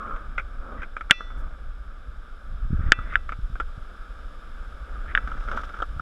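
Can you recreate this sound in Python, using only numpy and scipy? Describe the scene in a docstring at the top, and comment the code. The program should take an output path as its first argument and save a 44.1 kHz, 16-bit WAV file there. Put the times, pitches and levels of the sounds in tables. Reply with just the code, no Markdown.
"""On a concrete path, close to a rolling skateboard: the microphone rides along in a hard camera case.
Wheel grit and the knocks of pavement joints come through the case, which honks near 1.5 kHz.
The hardest clacks overload the microphone and leave a metal part ringing. Loose parts chatter,
and sand crunches near the end. Moving air rumbles and buffets underneath, over a faint hiss."""
import sys
import numpy as np
from scipy import signal
from scipy.fft import rfft, irfft, next_fast_len
from scipy.io import wavfile
from scipy.ndimage import uniform_filter1d

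SR = 44100
rng = np.random.default_rng(int(sys.argv[2]) if len(sys.argv) > 2 else 0)


def int16_out(signal):
    """Quantize to a 16-bit WAV file."""
    q = np.round(np.clip(np.atleast_2d(signal).T, -1, 1) * 32767)
    wavfile.write(sys.argv[1], SR, q.astype(np.int16))


N = 265041
TIME = np.arange(N) / SR
BINS = np.fft.rfftfreq(2048, 1 / SR)

# Rolling effort from speed and pavement, a sandy stretch, air with one strong gust near 2.8 s, and hiss.
# Each row: time in seconds, level in dB.
ROLL_LEVEL = [(0.0, -45.5), (1.0, -51.5), (1.4, -48.5), (1.75, -51.5), (2.6, -51), (3.4, -53), (3.8, -49.5),
              (4.7, -48.5), (5.15, -43.5), (5.68, -45.5), (5.86, -48.5), (6.01, -48.5)]
SAND_LEVEL = [(5.2, -96), (5.28, -60), (5.42, -66), (5.57, -55), (5.75, -63), (5.83, -64), (5.9, -94)]
AIR_LEVEL = [(0.0, -33.5), (0.45, -30), (0.6, -34), (1.15, -38.5), (1.4, -27.5), (1.7, -36), (2.35, -37.5),
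             (2.55, -27), (2.88, -20), (2.96, -30.5), (3.55, -31), (3.9, -39), (4.7, -34.5), (5.45, -27.5),
             (5.75, -37), (6.01, -25.5)]
HISS_LEVEL = [(0.0, -63), (1.9, -64), (3.3, -61), (6.01, -59)]
# Coarser patches of concrete. Each row: middle and length in seconds, then grit, roar and case hum in dB.
COARSE_PATCHES = [(0.068, 0.46, -44.5, -46.5, -36), (0.732, 0.42, -49.5, -47, -46),
                  (1.417, 0.61, -59.5, -56.5, -65), (2.963, 0.74, -44.5, -52, -56.5),
                  (5.554, 0.22, -41, -42.5, -43)]
# Hard clacks. Each row: start in seconds, level in dB, case ring in Hz, treble lift in dB, thump in dB,
# thump pitch in Hz, metal ring in dB, bounce in dB, time to the rebound in seconds.
HARD_CLACKS = [(1.1092, 6.5, 2000, 14, -8, 194, -29, 3.5, 0.0051),
               (2.9203, 6.5, 1690, 0, -1.5, 647, -34.5, -5.5, 0.0037),
               (3.1558, -2.5, 1597, -5, -36, 150, -52, -25.5, 0.006),
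               (5.151, -3.5, 1570, -1.5, -39, 150, -48, -20, 0.0044),
               (5.1754, -6, 1570, -11, -32, 200, -59, -28, 0.005)]
# Modes of the metal part. Each row: pitch in Hz, relative level in dB, seconds to fall 60 dB.
METAL_MODES = [(1965, -6, .55), (2412, -4, .18), (2654, 0, .23), (2939, -31, .7), (3478, -14, .63),
               (4091, -32, .5), (4290, -38, .6), (4791, -36, .35), (5469, -39, .65), (5911, -40, .5),
               (6347, -52, .45), (7400, -56, .35), (9679, -64, .6)]
# Joints, crossed by one wheel and then another. Each row: start and gap in seconds,
# first and second peak in dB, case ring in Hz, sharpness in dB.
PAVEMENT_JOINTS = [(0.380, 0.016, -14.5, -20.5, 1455, 14.5), (0.819, 0.012, -27.5, -27.5, 1460, 12.5),
                   (0.9669, 0.0426, -19.5, -23, 1280, 8.5), (3.292, 0.029, -20, -23, 1220, 7.5),
                   (3.5553, 0.0448, -27.5, -17.5, 1470, -5), (5.486, 0.0282, -22.5, -19.5, 1355, -6.5),
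                   (5.8015, 0.0203, -21.5, -14.5, 1330, -13)]
# Single jolts of loose parts. Each row: start in seconds, peak in dB, sharpness in dB.
LOOSE_KNOCKS = [(0.163, -30.5, -1), (1.098, -22.5, 3), (1.207, -22, -13), (1.303, -33.5, 3),
                (2.9892, -22.5, -13), (3.1241, -28, -3), (3.137, -26, 18), (5.2746, -22, -4),
                (5.317, -26, -12), (5.5724, -17, -4), (5.592, -27, -4), (5.742, -26.5, -8),
                (5.9954, -19, -11)]
# Scuffs that build up to a clack. Each row: start and end in seconds, level in dB.
SCUFF_SPANS = [(0.765, 0.852, -50.5), (2.795, 2.92, -54), (3.0, 3.17, -55), (3.09, 3.167, -45),
               (5.068, 5.14, -45)]
# The largest buffets of air on the case. Each row: middle in seconds, level in dB, pitch in Hz.
AIR_BUFFETS = [(2.707, -15.5, 106), (2.732, -11, 126), (2.747, -13.5, 61), (2.795, -13, 65),
               (2.84, -28, 130), (2.868, -12, 44.6), (2.888, -13.5, 60), (2.989, -20.5, 79),
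               (3.391, -23.5, 89), (3.502, -28.5, 103.7), (3.78, -25.5, 86.5)]
# The tone of each source at the microphone. Each row: frequency in Hz, relative level in dB.
GRIT_SPECTRUM = [(700, -21.5), (1030, -23), (1150, -1), (1280, 2.5), (1480, -1), (1650, -4.5),
                 (1900, -22.5), (2300, -18), (2800, -30), (3400, -26.5), (4200, -46.5), (5200, -43.5),
                 (9000, -44.5), (15000, -58)]
ROAR_SPECTRUM = [(40, -5), (110, -7.5), (220, 4.5), (380, -2.5), (550, 3), (760, -5), (1000, -7),
                 (1500, -13.5), (3000, -45.5), (12000, -94.5)]
SAND_SPECTRUM = [(100, 1.5), (600, 5.5), (1000, -0.5), (2300, 3.5), (3600, 6.5), (4300, -5.5), (5300, 0.5),
                 (7000, -9.5), (9500, -19), (13000, -19.5), (16000, -23.5)]
CLACK_SPECTRUM = [(60, -31), (500, -28.5), (900, -25), (1100, -14), (1270, -6), (1520, 3.5), (1790, 1),
                  (2100, -5), (2900, -10.5), (3650, -15), (3950, -46.5), (5000, -38.5), (8000, -61),
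                  (15000, -83)]
KNOCK_SPECTRUM = [(60, -20.5), (250, -11.5), (400, -13), (530, -9), (850, -13), (1050, -9), (1250, 2.5),
                  (1550, 1), (1880, -14.5), (2250, -11.5), (2750, -23.5), (3400, -20.5), (4200, -42),
                  (5200, -37.5), (9000, -47.5), (15000, -66.5)]
SCUFF_SPECTRUM = [(900, -17.5), (1400, 9), (1900, 10.5), (2600, -4.5), (3600, -11), (4200, -30),
                  (10000, -66)]
RUMBLE_SPECTRUM = [(8, -16), (22, 5.5), (38, -2), (55, -3.5), (72, -15), (95, -25.5), (150, -29),
                   (300, -45), (700, -92), (5000, -130)]
HISS_SPECTRUM = [(1500, 5), (2300, 2.5), (2800, 3), (3600, 8), (4300, -5), (5200, 1.5), (5900, -9.5),
                 (7900, -8), (9200, -14), (9950, -5), (11000, -11), (13500, -12), (14300, -15),
                 (16000, -10)]
SWISH_SPECTRUM = [(3000, -25), (5500, 0), (10000, 1), (14500, 2), (15500, -20)]

KNOCK_HZ = 1332  # where loose parts ring the case


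def rolling(grit_db=-1.5, roar_db=-7.0, patch_db=1, grains_per_s=700, grain_share=0.47):
    """Wheels on rough concrete, close up: a fine wash and single grains, swelling with the surface."""
    surface = amp(0.82 * wander(hz=34.5))
    grains = grain_share * unit(rng.standard_normal(N) * chance(grains_per_s))
    grit = colour(rng.standard_normal(N) + grains, GRIT_SPECTRUM)
    roar = colour(rng.standard_normal(N) + grains, ROAR_SPECTRUM)
    effort_db = curve(ROLL_LEVEL)
    grit_level = np.hypot(amp(effort_db + grit_db), amp(patch_db) * patches(column=2))
    roar_level = np.hypot(amp(effort_db + roar_db), amp(patch_db) * patches(column=3))
    return surface * (grit * grit_level + roar * roar_level)


def patches(column):
    """Gain of one layer, rising and falling as the wheels cross each coarser patch."""
    gain = np.zeros(N)
    for row in COARSE_PATCHES:
        middle, length = row[:2]
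        position = np.clip((TIME - middle) / length, -.5, .5)
        gain += amp(row[column]) * np.cos(np.pi * position) ** 2
    return gain


def case_hum(hum_hz=1257, width_hz=170):
    """Dense grit on the coarser patches drives the lowest resonance of the case."""
    hum = shape(rng.standard_normal(N), lambda hz: bell(hz, hum_hz, width_hz))
    return hum * patches(column=4)


def clacks(crack_s=0.0015, thump_cycles=0.36, ring_tilt=0.7):
    """A hard blow raps the case and bounces, thumps the mount, and rings the metal for much longer."""
    out, t = np.zeros(N), np.arange(SR) / SR
    for s, db, case_hz, lift_db, thump_db, thump_hz, ring_db, bounce_db, rebound_s in HARD_CLACKS:
        add(out, s, amp(db) * rap(case_hz, lift_db))
        # a bright crack follows, then a duller rebound
        add(out, s + crack_s, amp(bounce_db + 1.5) * rap(case_hz=3170, lift_db=26.5))
        add(out, s + rebound_s, amp(bounce_db - 4) * rap(case_hz=1620, lift_db=9))
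        thump = np.sin(2 * np.pi * thump_hz * t) * np.exp(-thump_hz * t / thump_cycles)
        add(out, s, amp(thump_db) * thump)
        for hz, mode_db, t60 in METAL_MODES:
            # a sharper blow reaches the higher modes
            start_db = ring_db + mode_db + ring_tilt * lift_db * np.log2(hz / 2500)
            add(out, s, amp(start_db - 60 * t / t60) * np.sin(2 * np.pi * hz * t))
    return out


def rap(case_hz, lift_db, ring_db=6):
    """One hard contact briefly rings the case around the microphone."""
    resonance_db = ring_db * bell(BINS, case_hz, width_hz=440)
    treble_db = lift_db * shelf(BINS, corner_hz=2260)
    case = response(spectrum_db(CLACK_SPECTRUM, BINS) + resonance_db + treble_db)
    return signal.fftconvolve(blow(chatter=0.018, t60=0.033), case)


def blow(chatter, t60):
    """One firm contact, then fine random chatter falling 60 dB in t60 seconds."""
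    t = np.arange(SR // 8) / SR
    force = chatter * rng.standard_normal(len(t)) * amp(-60 * t / t60)
    force[0] = 1
    return force


def knocks(ring_db=6, treble_share=0.27):
    """Jolted parts touch and chatter to rest; sharp contacts bring out the case's upper resonance."""
    out = np.zeros(N)
    upper = bell(BINS, centre_hz=2275, width_hz=530) + treble_share * shelf(BINS, corner_hz=2900)
    for s, db, hz, sharp_db in jolts() + rattles():
        resonance_db = ring_db * bell(BINS, hz, width_hz=130)
        case = response(spectrum_db(KNOCK_SPECTRUM, BINS) + resonance_db + sharp_db * upper)
        knock = signal.fftconvolve(blow(chatter=0.21, t60=0.048), case)
        add(out, s, amp(db) * knock / abs(knock).max())
    return out


def jolts(shake_s=0.006, shake_db=-21):
    """The firm knocks. Each row: start in seconds, peak in dB, case ring in Hz, sharpness in dB."""
    rows = [(s, db, KNOCK_HZ, sharp_db) for s, db, sharp_db in LOOSE_KNOCKS]
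    # each clack shakes the loose parts, a little later and weaker
    rows += [(s + shake_s, db + shake_db, KNOCK_HZ, 0) for s, db, *_ in HARD_CLACKS]
    for s, gap, first_db, second_db, hz, sharp_db in PAVEMENT_JOINTS:
        rows += [(s, first_db, hz, sharp_db), (s + gap, second_db, hz, sharp_db)]
    return rows


def rattles(per_s=70, above_sand_db=28.5, sharp_db=-4):
    """Small random knocks, as strong as the path is sandy; same columns as the jolts."""
    db = curve(SAND_LEVEL) + above_sand_db + 2 * rng.standard_normal(N)
    on_sand = (SAND_LEVEL[0][0] < TIME) & (TIME < SAND_LEVEL[-1][0])
    return [(TIME[i], db[i], KNOCK_HZ, sharp_db) for i in np.flatnonzero(chance(per_s) & on_sand)]


def sand_crunch(grains_per_s=130, jolt_db=23, decay_s=0.005):
    """Loose sand crunches under the wheels in short bursts, hardest when the board is jolted."""
    hits = chance(grains_per_s) * rng.uniform(0.95, 1, N)
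    for s, db, *_ in jolts():
        add(hits, s, amp([db + jolt_db]))
    fade = np.exp(-TIME[:SR // 10] / decay_s)
    bursts = signal.fftconvolve(hits, fade)[:N] * rng.standard_normal(N)
    return amp(curve(SAND_LEVEL)) * colour(bursts, SAND_SPECTRUM)


def scuffs(rough_db=3):
    """Short gritty rubs: noise with a fast flicker in level."""
    level = np.zeros(N)
    for start, end, db in SCUFF_SPANS:
        add(level, start, amp(db) * signal.windows.tukey(round((end - start) * SR), .5))
    rub = rng.standard_normal(N) * amp(rough_db * wander(hz=200))
    return level * colour(rub, SCUFF_SPECTRUM)


def wind(rumble_db=-1, steadiness=0.42, flutter_db=3.0):
    """Air moving over the case: a low, fluttering turbulence with eddies on top."""
    air_db = curve(AIR_LEVEL)
    rumble = colour(rng.standard_normal(N), RUMBLE_SPECTRUM)
    strength = np.sqrt(abs(uniform_filter1d(rumble ** 2, size=4000)) + 1e-6)
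    steadied = unit(rumble / strength ** steadiness)
    return eddies(air_db) + steadied * amp(air_db + rumble_db + flutter_db * wander(hz=14))


def eddies(air_db, per_s=16, gust_db=-17.5, growth=2.05, typical_hz=105, decay_cycles=0.3):
    """Large buffets and small random eddies each push and pull the air at the case once."""
    eddy_db = gust_db + growth * (air_db - air_db.max())  # weaker in calmer air
    eddy_hz = typical_hz * 2 ** rng.standard_normal(N)
    small = [(TIME[i], eddy_db[i], eddy_hz[i]) for i in np.flatnonzero(chance(per_s))]
    out, t = np.zeros(N), np.arange(-SR // 20, SR // 20) / SR
    for s, db, hz in AIR_BUFFETS + small:
        pulse = np.cos(2 * np.pi * hz * t) * np.exp(-abs(hz * t) / decay_cycles)
        add(out, s + t[0], amp(db) * pulse)
    return signal.sosfiltfilt(signal.butter(4, 450, fs=SR, output="sos"), out)


def swish(start_s=1.365, length_s=0.06, level_db=-69):
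    """A brief, faint, very high swish of noise."""
    out, count = np.zeros(N), round(length_s * SR)
    noise = colour(rng.standard_normal(count), SWISH_SPECTRUM)
    add(out, start_s, amp(level_db) * noise * signal.windows.tukey(count, .5))
    return out


def hiss():
    """Faint even hiss behind everything, coloured by the case."""
    return colour(rng.standard_normal(N), HISS_SPECTRUM) * amp(curve(HISS_LEVEL))


def amp(db):
    """Decibels to gain."""
    return 10 ** (np.asarray(db) / 20)


def unit(x):
    """Scales to rms 1."""
    return x / np.sqrt(np.mean(x ** 2) + 1e-20)


def curve(rows):
    """A table of levels over time, at every sample."""
    return np.interp(TIME, *np.transpose(rows))


def spectrum_db(points, hz):
    """A spectrum in dB, interpolated on a log-frequency axis."""
    f, db = np.transpose(points)
    return np.interp(np.log(hz + 1), np.log(f + 1), db)


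def add(mix, s, sound):
    """Mixes a sound in at s seconds."""
    part = mix[max(round(s * SR), 0):][:len(sound)]
    part += sound[:len(part)]


def shape(x, gain_at):
    """Filters by a gain that is a function of Hz, at rms 1."""
    size = next_fast_len(len(x))
    gain = gain_at(np.fft.rfftfreq(size, 1 / SR))
    return unit(irfft(rfft(x, size) * gain, size)[:len(x)])


def colour(x, points):
    """Gives a signal a spectrum from a table, at rms 1."""
    return shape(x, lambda hz: amp(spectrum_db(points, hz)))


def wander(hz):
    """Random drift no faster than hz, at rms 1."""
    return shape(rng.standard_normal(N), lambda f: f < hz)


def chance(per_s):
    """True at the samples where a random event falls."""
    return rng.random(N) < per_s / SR


def response(gain_db):
    """Minimum-phase ring with the given spectrum over BINS, at peak 1."""
    log_gain = np.log(amp(gain_db))
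    mirrored = np.concatenate([log_gain, log_gain[-2:0:-1]])
    ring = np.fft.ifft(np.exp(np.conj(signal.hilbert(mirrored)))).real
    return ring / abs(ring).max()


def shelf(hz, corner_hz):
    """Rises from zero below the corner to one above it."""
    return 1 / (1 + (corner_hz / (hz + 1)) ** 6)


def bell(hz, centre_hz, width_hz):
    """One at the centre, falling away to both sides."""
    return np.exp(-((hz - centre_hz) / width_hz) ** 2)


def scene():
    """All sources at the one microphone in the case."""
    board = rolling() + case_hum() + sand_crunch() + clacks() + knocks() + scuffs()
    return (board + swish() + wind() + hiss())[None]


def record(dry, threshold_db=-14, recovery_db_per_s=120, duck_share=0.54, lag_s=0.014, edge_hz=15700):
    """Overload flattens the hardest clacks, gain control ducks just after them, the treble rolls off."""
    clipped = dry / (1 + dry ** 8) ** (1 / 8)
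    power = signal.lfilter(np.ones(200) / 200, [1], clipped[0] ** 2)
    fall_db = TIME * recovery_db_per_s
    held_db = np.maximum.accumulate(10 * np.log10(power + 1e-12) + fall_db) - fall_db
    over_db = np.maximum(held_db - threshold_db, 0)
    lag = np.exp(-1 / (lag_s * SR))
    ducked = clipped / amp(duck_share * signal.lfilter([1 - lag], [1, -lag], over_db))
    soft = signal.sosfilt(signal.butter(2, 10500, fs=SR, output="sos"), ducked)
    steep_lowpass = signal.firwin(511, edge_hz, window=("kaiser", 9), fs=SR)
    return signal.oaconvolve(soft, steep_lowpass[None], "same")


dry = scene()
out = record(dry)
int16_out(out)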